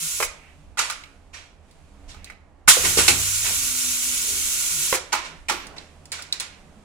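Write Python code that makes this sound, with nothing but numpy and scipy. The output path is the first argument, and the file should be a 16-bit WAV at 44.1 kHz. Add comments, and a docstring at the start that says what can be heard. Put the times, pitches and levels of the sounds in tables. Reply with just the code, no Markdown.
"""A pneumatic pick-and-place arm works inside the steel housing of a packaging machine.
Turbulent air, as coloured noise, hisses from vacuum ejectors while suction cups hold and puffs from valves.
Noise bursts and decaying modes sound as the arm knocks on its stops, padded blows land and small parts tick.
Echoes of the housing and workshop follow these sounds, over a drive hum, churning gear and a low rumble."""
import sys
import numpy as np
from scipy import signal
from scipy.fft import rfft, irfft, next_fast_len
from scipy.io import wavfile
from scipy.ndimage import uniform_filter1d

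SR = 44100
rng = np.random.default_rng(int(sys.argv[2]) if len(sys.argv) > 2 else 0)


def to_wav(s):
    """Save 16-bit WAV."""
    ch = np.atleast_2d(s).T  # columns
    pcm = np.round(np.clip(ch, -1, 1) * 32767)  # PCM
    wavfile.write(sys.argv[1], SR, pcm.astype(np.int16))


N = 301644
TIME = np.arange(N) / SR  # clock of the scene [s]
AGE = TIME[:SR]  # clock of one event, one second long [s]

# spells of suction: (valve opens [s], valve shuts [s], level [dB])
SUCTION_SPELLS = [(-.1, 0.251, -27.5), (2.69, 4.958, -22.5)]
# valve exhausts: (time [s], level [dB], rise [s], t60 [s], low rush [dB])
EXHAUSTS = [(.773, -26, 0.012, 0.43, 0.5), (1.328, -40, 0.013, 0.38, -1), (2.074, -41, 0.022, 0.26, -13),
            (2.674, -4.5, 0.012, 0.17, -16), (2.829, -19, 0.024, 0.1, -2.5),
            (2.973, -14, 0.0043, 0.3, -7.5), (3.078, -11, 0.0019, 0.12, -35),
            (3.419, -25.5, 0.049, 0.18, -4.5), (5.12, -31, 0.0041, 0.34, 5.5),
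            (5.225, -40, 0.029, 0.2, 2.5), (5.484, -26.5, 0.0011, 0.17, 4),
            (5.762, -43.5, 0.0027, 0.38, -3), (6.118, -34, 0.0015, 0.44, -1),
            (6.326, -36, 0.0035, 0.26, -3.5), (6.397, -31, 0.0033, 0.21, -2)]
# spectrum of clattering linkages: (frequency [Hz], level [dB])
CLATTER_SPECTRUM = [(150, -36), (400, -20.5), (750, -3.5), (1050, -1), (1400, 0), (1750, -9), (2300, 0),
                    (3300, -7), (6000, -12.5)]
# spectrum of small valves and catches: (frequency [Hz], level [dB])
TICK_SPECTRUM = [(700, -6), (1500, -1.5), (2500, -2), (4300, 11), (7400, 4.5), (10000, 4), (12000, -11),
                 (15500, -5.5)]
# blows that excite the frame: (time [s], level [dB])
FRAME_IMPACTS = [(2.68, -46.5), (2.772, -38.5), (2.843, -33.5), (2.981, -34.5), (3.092, -32)]
# spectrum of the churning gear: (frequency [Hz], level [dB])
CHURN_SPECTRUM = [(140, -2.5), (200, 2), (300, -3), (480, -3.5), (700, -2.5), (1200, -10), (2300, -19.5),
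                  (3200, -29)]


def undb(db):
    """Level to amplitude: 20 dB is a factor of ten."""
    return 10 ** (np.asarray(db) / 20)


def unit(x):
    """Normalise mean power: scale to rms 1."""
    return x / np.sqrt(np.mean(x ** 2))


def curve(rows):
    """Linear interpolation in time of each column after the first."""
    s, *columns = np.transpose(rows)
    return [np.interp(TIME, s, c) for c in columns]


def filtered(x, gain_at):
    """Linear filtering: multiply the spectrum by a gain that depends on frequency."""
    size = x.shape[-1]
    length = next_fast_len(size, True)
    f = np.maximum(np.fft.rfftfreq(length, 1 / SR), 1)
    return irfft(rfft(x, length) * gain_at(f), length)[..., :size]


def noise(spectrum, size=N):
    """Coloured Gaussian noise of rms 1, whose spectrum falls away past the ends of its table."""
    hz, db = np.transpose(spectrum)

    def colour(f):
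        shape = undb(np.interp(np.log(f), np.log(hz), db))
        return shape / (1 + (hz[0] / f) ** 2 / 2) / (1 + (f / hz[-1] / 2) ** 4)

    return unit(filtered(rng.standard_normal(size), colour))


def resonate(x, hz, q):
    """Second-order resonance: a band of relative width 1/q, scaled to rms 1."""
    return unit(filtered(x, lambda f: 1 / (1 + 1j * q * (f / hz - hz / f))))


def fade(t60, rise):
    """Exponential decay: after a linear rise, amplitude falls 60 dB in t60 seconds."""
    return np.minimum(AGE / rise, 1) * np.exp(-np.log(1000) * np.maximum(AGE - rise, 0) / t60)


def swell(length):
    """Half-sine envelope: a smooth rise and fall."""
    return np.sin(np.pi * np.minimum(AGE / length, 1))


def ring(modes, detune):
    """Modal superposition: each blow lands on another spot and shares its force a little differently."""
    hz, db, t60 = np.transpose(modes)[:, :, None]
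    spot, drift, phase = rng.standard_normal((len(modes), 3)).T[:, :, None]
    size = undb(db + spot)
    decay = np.exp(-np.log(1000) * AGE / t60)
    waves = np.sin(2 * np.pi * (hz * (1 + detune * drift) * AGE + phase)) * decay
    return (size * waves).sum(0) / np.sqrt(np.sum(size ** 2) / 2)


def walk(rate):
    """Slow random fluctuation: Gaussian knots at a rate [1/s], joined by straight lines."""
    knots = rng.standard_normal(int(N / SR * rate) + 2)
    return np.interp(TIME * rate, np.arange(len(knots)), knots)


def mix(events):
    """Linear superposition of (start [s], sound) pairs on one track."""
    out = np.zeros(N)
    for s, x in events:
        i = max(int(s * SR), 0)
        out[i:i + len(x)] += x[:N - i]
    return out


def together(*gains):
    """Incoherent addition: unrelated sounds add in power."""
    return np.sqrt(sum(g ** 2 for g in gains))


def aftermath(events, gain_db, t60, rise=.015):
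    """Energy decay: a level rises quickly at each (time [s], level [dB]) event, then dies away."""
    return np.sqrt(mix((s, (fade(t60, rise) * undb(db + gain_db)) ** 2) for s, db in events))


def ejectors(flutter_db=1.1, drift_db=-0.63, open_s=.024, shut_s=0.0011, gain_db=-1):
    """Jet turbulence: venturi ejectors hiss for as long as the suction valve is open."""
    # spectrum of the jets: (frequency [Hz], level [dB])
    jet_spectrum = [(400, -19.5), (750, -29), (1100, -17), (1400, -10.5), (1750, -17), (2250, -8.5),
                    (3700, -7.5), (5300, -6.5), (6400, -0.5), (7800, -0.5), (8600, -3.5), (9900, -1),
                    (12000, -8), (15500, -11)]
    flow = 0
    for opens, shuts, db in SUCTION_SPELLS:
        opening = np.clip((TIME - opens) / open_s, 0, 1)
        closing = np.clip((shuts - TIME) / shut_s, 0, 1)
        flow = flow + opening * closing * undb(db)
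    # the hiss sinks a little while the arm swings down
    dip_s, dip_width_s, depth_db = 3.95, 0.75, -1.84
    dip_db = depth_db * np.exp(-((TIME - dip_s) / dip_width_s) ** 2)
    flutter = flutter_db * (walk(90) + walk(25))
    return flow * noise(jet_spectrum) * undb(gain_db + dip_db + flutter + drift_db * walk(4.2))


def exhaust(db, rise, t60, rush_db, top_hz=19000, dulling=0.24):
    """Pressure discharge: a cylinder dumps air as a bright jet over a low rush; weak jets are duller."""
    # spectrum of the jet: (frequency [Hz], level [dB])
    puff_spectrum = [(1500, -6), (2200, -6.5), (3400, -2.5), (4200, -4.5), (5500, -3.5), (7800, 0),
                     (10200, -1.5), (12000, -10), (15500, -15.5)]
    # spectrum of the lower rush: (frequency [Hz], level [dB])
    rush_spectrum = [(250, -19.5), (650, -8.5), (1200, -5), (1750, -3.5), (2400, -1.5), (3500, -8.5),
                     (6000, -12), (13000, -42.5)]
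    edge_hz = top_hz * undb(dulling * db)
    jet = filtered(noise(puff_spectrum, size=SR), lambda f: 1 / np.hypot(1, (f / edge_hz) ** 3))
    pressure = fade(t60, rise)
    # the piston pushes the last air out after every exhaust
    trail = undb(-20.5) * fade(t60=.3, rise=0.14)
    rush = undb(rush_db) * noise(rush_spectrum, size=SR) * np.hypot(pressure, trail)
    return (jet * pressure + rush) * undb(db)


def rod_slides():
    """Sliding friction: piston rods rub in their seals, heard as swelling noise."""
    # strokes of the rods: (time [s], level [dB], length [s])
    rod_strokes = [(0.37, -56.5, 0.19), (2.087, -58.5, 0.26), (2.252, -49, 0.043)]
    # spectrum of the friction: (frequency [Hz], level [dB])
    friction_spectrum = [(1200, -8), (2100, 5), (2700, 4), (3600, -11), (8000, -24)]
    return mix((s, noise(friction_spectrum, size=SR) * swell(length) * undb(db))
               for s, db, length in rod_strokes)


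def cavity(x):
    """Cavity resonance: the hollow of the housing lifts or weakens narrow bands of the air noise."""
    # resonances of the hollow: (frequency [Hz], gain of each alone [dB])
    hollow_modes = [(1041, 3.5), (1431, 7.5), (1568, 1), (2419, -0.5), (2509, -3), (3694, 3.5), (4001, 3),
                    (4849, -9.5), (5638, 7), (6773, 2.5), (6953, -5.5), (7573, 8), (10034, 2), (10645, 6)]
    width_hz = 24

    def gain(f):
        return 1 + sum((undb(db) - 1) / (1 + 2j * (f - hz) / width_hz) for hz, db in hollow_modes)

    return filtered(x, gain)


def air_outlets(count=3):
    """Incoherent sources: several outlets blow together, each with its own turbulence and echoes."""
    out = 0
    for _ in range(count):
        puffs = mix((s, exhaust(*row)) for s, *row in EXHAUSTS)
        air = puffs + rod_slides() + ejectors()
        out = out + housing(air, direct_db=-6.0, wet_db=-1, early_db=1.0, lead_s=.00042)
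    return cavity(out) / np.sqrt(count)


def knock(db, treble_db, t60, hz, q=4, body_db=-1, clatter_db=-5, ring_db=-15.5, snap_t60=.027):
    """Impact excitation: a sharp snap, a clatter of linkages round one resonance and a short steel ring."""
    # modes of the steel: (frequency [Hz], level [dB], t60 [s])
    steel_modes = [(1070, -4.5, 0.079), (1302, -5.5, 0.23), (1555, -1, .12), (1880, -5, .13),
                   (2010, -5.5, 0.15), (2490, -13, .12), (2980, -12, .13), (4000, -9, 0.12),
                   (5130, -24, .1)]
    # spectrum of the first snap: (frequency [Hz], level [dB])
    snap_spectrum = [(2000, -23.5), (4000, 6), (7500, 5), (10000, -1), (15000, -18.5)]
    snap = noise(snap_spectrum, size=SR) * fade(snap_t60, 0.0016) * undb(treble_db)
    blow = fade(t60, 0.00068)
    clatter = noise(CLATTER_SPECTRUM, size=SR) * blow
    body = resonate(clatter, hz, q) * np.std(blow)  # lasting ring, weighted by the blow's spread
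    steel = ring(steel_modes, detune=0.0073)
    mixed = snap + undb(clatter_db) * clatter + undb(body_db) * body + undb(ring_db) * steel
    return mixed * undb(db)


def stop_knocks():
    """Inelastic rebound: the arm meets a stop, then bounces once with less energy."""
    # steel on steel: (time [s], level [dB], treble [dB], clatter t60 [s], strongest resonance [Hz])
    stop_impacts = [(.229, -24, 0, 0.043, 2250), (0.772, -24.5, -10, 0.025, 1300),
                    (.790, -19, 6.5, 0.06, 1416), (.899, -21.5, 0.5, 0.027, 1400),
                    (1.036, -41.5, -22, 0.044, 2600), (2.144, -38.5, -17.5, 0.018, 1200),
                    (2.299, -31, -16.5, 0.0097, 1950), (2.678, -6.5, -12.5, 0.034, 1527),
                    (2.985, -21, -11, 0.059, 1443), (3.080, -10.5, 4.5, 0.065, 2400),
                    (4.95, -19.5, 0, 0.022, 1480), (5.127, -17, 0.5, 0.099, 1028),
                    (5.496, -14.5, -1.5, 0.035, 1050), (6.19, -35.5, -8, 0.044, 1470)]
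    rebound_s, rebound_db = 0.022, -9
    first = mix((s, knock(*row)) for s, *row in stop_impacts)
    second = mix((s + rebound_s, knock(db + rebound_db, *row)) for s, db, *row in stop_impacts)
    return first + second


def thump(db, hz, t60, overtone_db, panel_t60=0.036, boom_db=-3, boom_q=1.82, slap_db=-4):
    """Damped plate modes: a padded blow knocks a panel, with the boom and slap of the parts it shakes."""
    # overtones of the panel: (multiple of the lowest mode [1], level [dB])
    panel_overtones = [(1.198, -20), (1.85, -6), (2.2, -6.5), (2.85, -12), (3.898, -7.5)]
    modes = [(hz, 0, panel_t60)]
    for multiple, mode_db in panel_overtones:
        modes.append((hz * multiple, mode_db + overtone_db, panel_t60))
    panel = ring(modes, detune=0.012) * np.minimum(AGE / 0.00055, 1)
    narrowed = resonate(rng.standard_normal(SR), hz, boom_q)
    boom = resonate(narrowed, hz, boom_q) * undb(boom_db)
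    slap = noise(CLATTER_SPECTRUM, size=SR) * undb(slap_db + overtone_db)
    return (panel + (boom + slap) * fade(t60, 0.00018)) * undb(db)


def padded_blows():
    """Superposed impacts: cups and cylinders land with padded blows."""
    # blows: (time [s], level [dB], lowest panel mode [Hz], boom and slap t60 [s], overtones [dB])
    panel_blows = [(.202, -20, 557, 0.099, 0.5), (.226, -27, 400, 0.063, 13), (2.679, -20, 210, 0.051, -13),
                   (2.769, -18.5, 502, 0.059, -12.5), (2.84, -29.5, 346, 0.38, -20),
                   (2.973, -15.5, 408, 0.036, -24.5), (2.988, -15, 325, 0.049, -15),
                   (3.083, -23, 315, 0.24, -20), (4.926, -12, 522, 0.024, 1), (4.94, -23.5, 406, 0.14, 6),
                   (5.13, -34.5, 320, 0.31, 0), (5.51, -32, 292, 0.41, 3.5)]
    return mix((s, thump(*row)) for s, *row in panel_blows)


def valve_ticks():
    """Transient excitation: small valves tick as brief bursts of bright noise."""
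    # ticks: (time [s], level [dB])
    tick_times = [(0.897, -37), (0.909, -27.5), (1.345, -59), (1.711, -50), (2.2437, -33), (2.3, -45),
                  (2.973, -14.5), (5.668, -35), (5.765, -55), (6.055, -38.5), (6.1183, -23),
                  (6.1248, -24.5), (6.222, -28.5), (6.325, -21), (6.3989, -21), (6.405, -22.5)]
    return mix((s, noise(TICK_SPECTRUM, size=SR) * fade(t60=.024, rise=0.000444) * undb(db))
               for s, db in tick_times)


def latch_pings():
    """Single resonance: small steel catches snap shut with a short ping of narrow-band noise."""
    # pings: (time [s], level [dB])
    latch_times = [(1.037, -37), (2.116, -39), (5.782, -29), (6.326, -16)]
    return mix((s, resonate(noise(TICK_SPECTRUM, size=SR), hz=4000, q=8.2)
                * fade(t60=0.029, rise=0.00064) * undb(db)) for s, db in latch_times)


def frame_drones():
    """Free vibration: heavy blows set the whole frame droning in its low modes."""
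    # modes of the frame: (frequency [Hz], level [dB], t60 before the taper [s])
    frame_modes = [(66, 3, 0.69), (83.8, -1, 0.81), (96.56, 2, 3.1), (153, 1, 0.89), (253, 1, 0.46),
                   (294, -6.5, 0.69)]
    envelope = np.minimum(AGE / 0.019, 1) * (1 - AGE ** 2)  # tapers to nothing in one second
    return mix((s, ring(frame_modes, detune=0.0066) * envelope * undb(db)) for s, db in FRAME_IMPACTS)


def drive():
    """Frequency-modulated tone: the drive hums as the arm swings down; short resonant groans come and go."""
    # hum of the drive: (time [s], pitch [Hz], level [dB])
    hum_track = [(3.4, 258, -68), (3.6, 254, -53), (3.9, 250, -47.5), (4.15, 249, -53.5), (4.5, 247, -55)]
    # low groans: (time [s], level [dB], length [s], pitch [Hz])
    groan_events = [(0, -50, 0.097, 160.7), (.54, -56, 0.14, 156.2), (4.199, -47, 0.23, 400.6),
                    (4.66, -46.5, 0.19, 151.5), (4.762, -47.5, 0.11, 364), (5.27, -54, 0.127, 157),
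                    (6.55, -50, 0.079, 189.3), (6.66, -44, 0.052, 167), (6.75, -52, 0.065, 203.4)]
    hz, db = curve(hum_track)
    starting = np.clip((TIME - hum_track[0][0]) / 0.044, 0, 1)
    stopping = np.clip((hum_track[-1][0] - TIME) / 0.017, 0, 1)
    phase = 2 * np.pi * np.cumsum(hz * (1 + 0.0029 * walk(33.5))) / SR
    hum = np.sqrt(2) * np.sin(phase)
    groans = mix((s, resonate(noise(CHURN_SPECTRUM, size=SR), pitch, q=51) * swell(length) * undb(level))
                 for s, level, length, pitch in groan_events)
    return hum * starting * stopping * undb(db + 2.3 * walk(31)) + groans


def machinery(modes_db=-2, wax_db=2.5, leak_onset_s=0.13):
    """Power-summed noise: rumble, gear and seeping air grow with swings and blows; the higher, the wider."""
    # swings of the arm: (starts [s], run-up [s], brakes [s], rumble [dB], churn [dB])
    arm_swings = [(1.58, 0.58, 2.12, -46.5, -55.5), (3.35, 0.078, 4.98, -53.5, -56),
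                  (5.5, 0.13, 6.84, -66, -58.5)]
    # cylinders shake the gear as they travel: (time [s], level [dB], length [s])
    cylinder_strokes = [(3.418, -44, 0.15), (5.2, -50.5, 0.21), (5.588, -47, 0.3)]
    # frame resonances that wax and wane as the gear runs: (frequency [Hz], level [dB])
    gear_resonances = [(82, -1.5), (151, -5.5), (199, -10.5), (285, -6.5)]
    # spectrum of the rumble: (frequency [Hz], level [dB])
    rumble_spectrum = [(24, 3), (38, 3), (54, -5), (82, 2.5), (100, -21.5), (120, -15.5), (200, -26.5)]
    # spectrum of the seeping air: (frequency [Hz], level [dB])
    leak_spectrum = [(2000, -9.5), (2500, -7), (3500, -12.5), (5500, -16.5), (7500, -15), (10000, -18.5),
                     (12000, -29), (15500, -38.5)]
    rest_rumble_db, rest_churn_db, rest_leak_db = -54.5, -60, -77.5
    swing_leak_db, brake_s = -67, 0.31  # air seeps past the seals while the arm moves

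    swing_rumble, swing_churn, moving = 0, 0, 0
    for starts, run_up, brakes, rumble_db, churn_db in arm_swings:
        braking = np.clip(1 - (TIME - brakes) / brake_s, 0, 1)
        effort = np.clip((TIME - starts) / run_up, 0, 1) ** 2 * braking
        swing_rumble = swing_rumble + effort * undb(rumble_db)
        swing_churn = swing_churn + effort * undb(churn_db)
        moving = moving + np.clip((TIME - starts) / leak_onset_s, 0, 1) * braking

    # after each blow the whole machine heaves and, more briefly, the running gear rattles on
    heave = aftermath(FRAME_IMPACTS, gain_db=-6.5, t60=1.6)
    shake = aftermath(FRAME_IMPACTS, gain_db=-6, t60=0.6)
    # a line bleeds on after its valve has blown or shut
    vents = [(s, db) for s, db, *_ in EXHAUSTS] + [(shuts, db) for _, shuts, db in SUCTION_SPELLS]
    bleed = aftermath(vents, gain_db=-30, t60=2)
    strokes = mix((s, swell(length) * undb(db)) for s, db, length in cylinder_strokes)

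    rumble = together(undb(rest_rumble_db), swing_rumble, heave) * undb(2.6 * walk(6.3))
    running = together(undb(rest_churn_db), swing_churn)
    churn = together(running, strokes, shake) * undb(0.61 * walk(15))
    leak = together(undb(rest_leak_db), moving * undb(swing_leak_db), bleed) * undb(.7 * walk(17))

    out = 0
    for hz, db in gear_resonances:
        waxing = undb(db + modes_db + wax_db * walk(5.1))
        out = out + running * resonate(noise(CHURN_SPECTRUM), hz, q=30) * waxing
    layers = [(rumble_spectrum, rumble, .4), (CHURN_SPECTRUM, churn, .5), (leak_spectrum, leak, .9)]
    for spectrum, gain, width in layers:
        mid, side = noise(spectrum), width * noise(spectrum)
        out = out + np.array([mid + side, mid - side]) * gain
    return out


def bumps():
    """Incoherent pressure swells: dull bumps in the deep bass, unrelated at the two ports."""
    # bumps: (time [s], level [dB])
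    bump_times = [(0.202, -42), (0.631, -43.5), (2.639, -40.5), (3.06, -41.5), (5.35, -46)]
    # spectrum of a bump: (frequency [Hz], level [dB])
    bump_spectrum = [(25, -0.5), (45, -1.5), (75, -10.5), (130, -31)]

    def port():
        return mix((s, noise(bump_spectrum, size=SR) * swell(length=0.12) * undb(db))
                   for s, db in bump_times)

    return np.array([port(), port()])


def housing(x, direct_db, wet_db, early_db, lead_s, early_t60=0.038, wide_hz=700, order=140):
    """Reverberation: direct sound reaches the left port first; steel-wall echoes and a workshop tail follow."""
    # decay of the housing and workshop: (frequency [Hz], t60 [s], echo level [dB])
    room_decay = [(150, 0.95, -13.5), (530, 0.38, 0.5), (1510, 0.64, -7), (3680, 0.38, -2.5),
                  (7900, 0.27, -5), (14000, 0.089, -8.5)]
    room_hz, room_t60, room_db = np.transpose(room_decay)
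    mid, side = rng.standard_normal((2, SR))
    # bass reaches both ports alike, treble is unrelated
    side = filtered(side, lambda f: f / np.hypot(f, wide_hz))
    field = np.array([mid + side, mid - side]) / np.sqrt(2 * SR)
    # bare steel reflects all pitches evenly: flatten the smoothed spectrum
    walls = rfft(field[:, ::-1] * fade(early_t60, .0015))
    power = uniform_filter1d(abs(walls) ** 2, order, axis=1)
    walls = irfft(walls / np.sqrt(power), SR) * (AGE < 2 * early_t60)
    response = undb(early_db) * walls
    # each row of the identity matrix selects one overlapping band
    for share, t60, db in zip(np.eye(len(room_decay)), room_t60, room_db):
        band = filtered(field, lambda f: np.interp(np.log(f), np.log(room_hz), share))
        response = response + band * unit(fade(t60, 0.011)) * undb(db)
    delayed = np.pad(x, (int(lead_s * SR), 0))[:N]
    direct = np.array([x, delayed])
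    echoes = signal.fftconvolve(response, x[None], axes=1)[:, :N]
    return undb(direct_db) * direct + undb(wet_db) * echoes


def scene():
    """Direct-to-reverberant ratio: air and knocks lie deep in the housing; thumps, ticks, latches are nearer."""
    knocks = housing(stop_knocks(), direct_db=-4.5, wet_db=-4.0, early_db=1.4, lead_s=.00008)
    thumps = housing(padded_blows(), direct_db=-1, wet_db=-5, early_db=0, lead_s=.00008)
    ticks = housing(valve_ticks(), direct_db=-0.5, wet_db=-4.0, early_db=-0.5, lead_s=.00012)
    latches = housing(latch_pings(), direct_db=0, wet_db=-11, early_db=-5, lead_s=.00012)
    struck = knocks + thumps + ticks + latches + frame_drones()
    return air_outlets() + struck + drive() + machinery() + bumps()


def record(dry):
    """Transduction: each port colours the sound; soft saturation rounds loud peaks and a low-pass cuts the top."""
    # the two microphone ports: (frequency [Hz], left minus right [dB])
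    port_balance = [(60, -5), (400, -3), (750, -1.5), (1200, -5), (2200, -7.5), (4000, -4.5), (8000, -4),
                    (11500, 5), (15000, -2.5)]
    hz, db = np.transpose(port_balance)

    def port_gain(f):
        difference_db = np.interp(np.log(f), np.log(hz), db)
        return undb(np.outer([1, -1], difference_db) / 2)

    heard = filtered(dry, port_gain)
    ceiling, top_hz = 5.4, 15750
    rounded = ceiling * np.tanh(heard / ceiling)
    low_pass = signal.ellip(10, .2, 70, top_hz, fs=SR, output="sos")
    return signal.sosfilt(low_pass, rounded)


dry = scene()
out = record(dry)
to_wav(out)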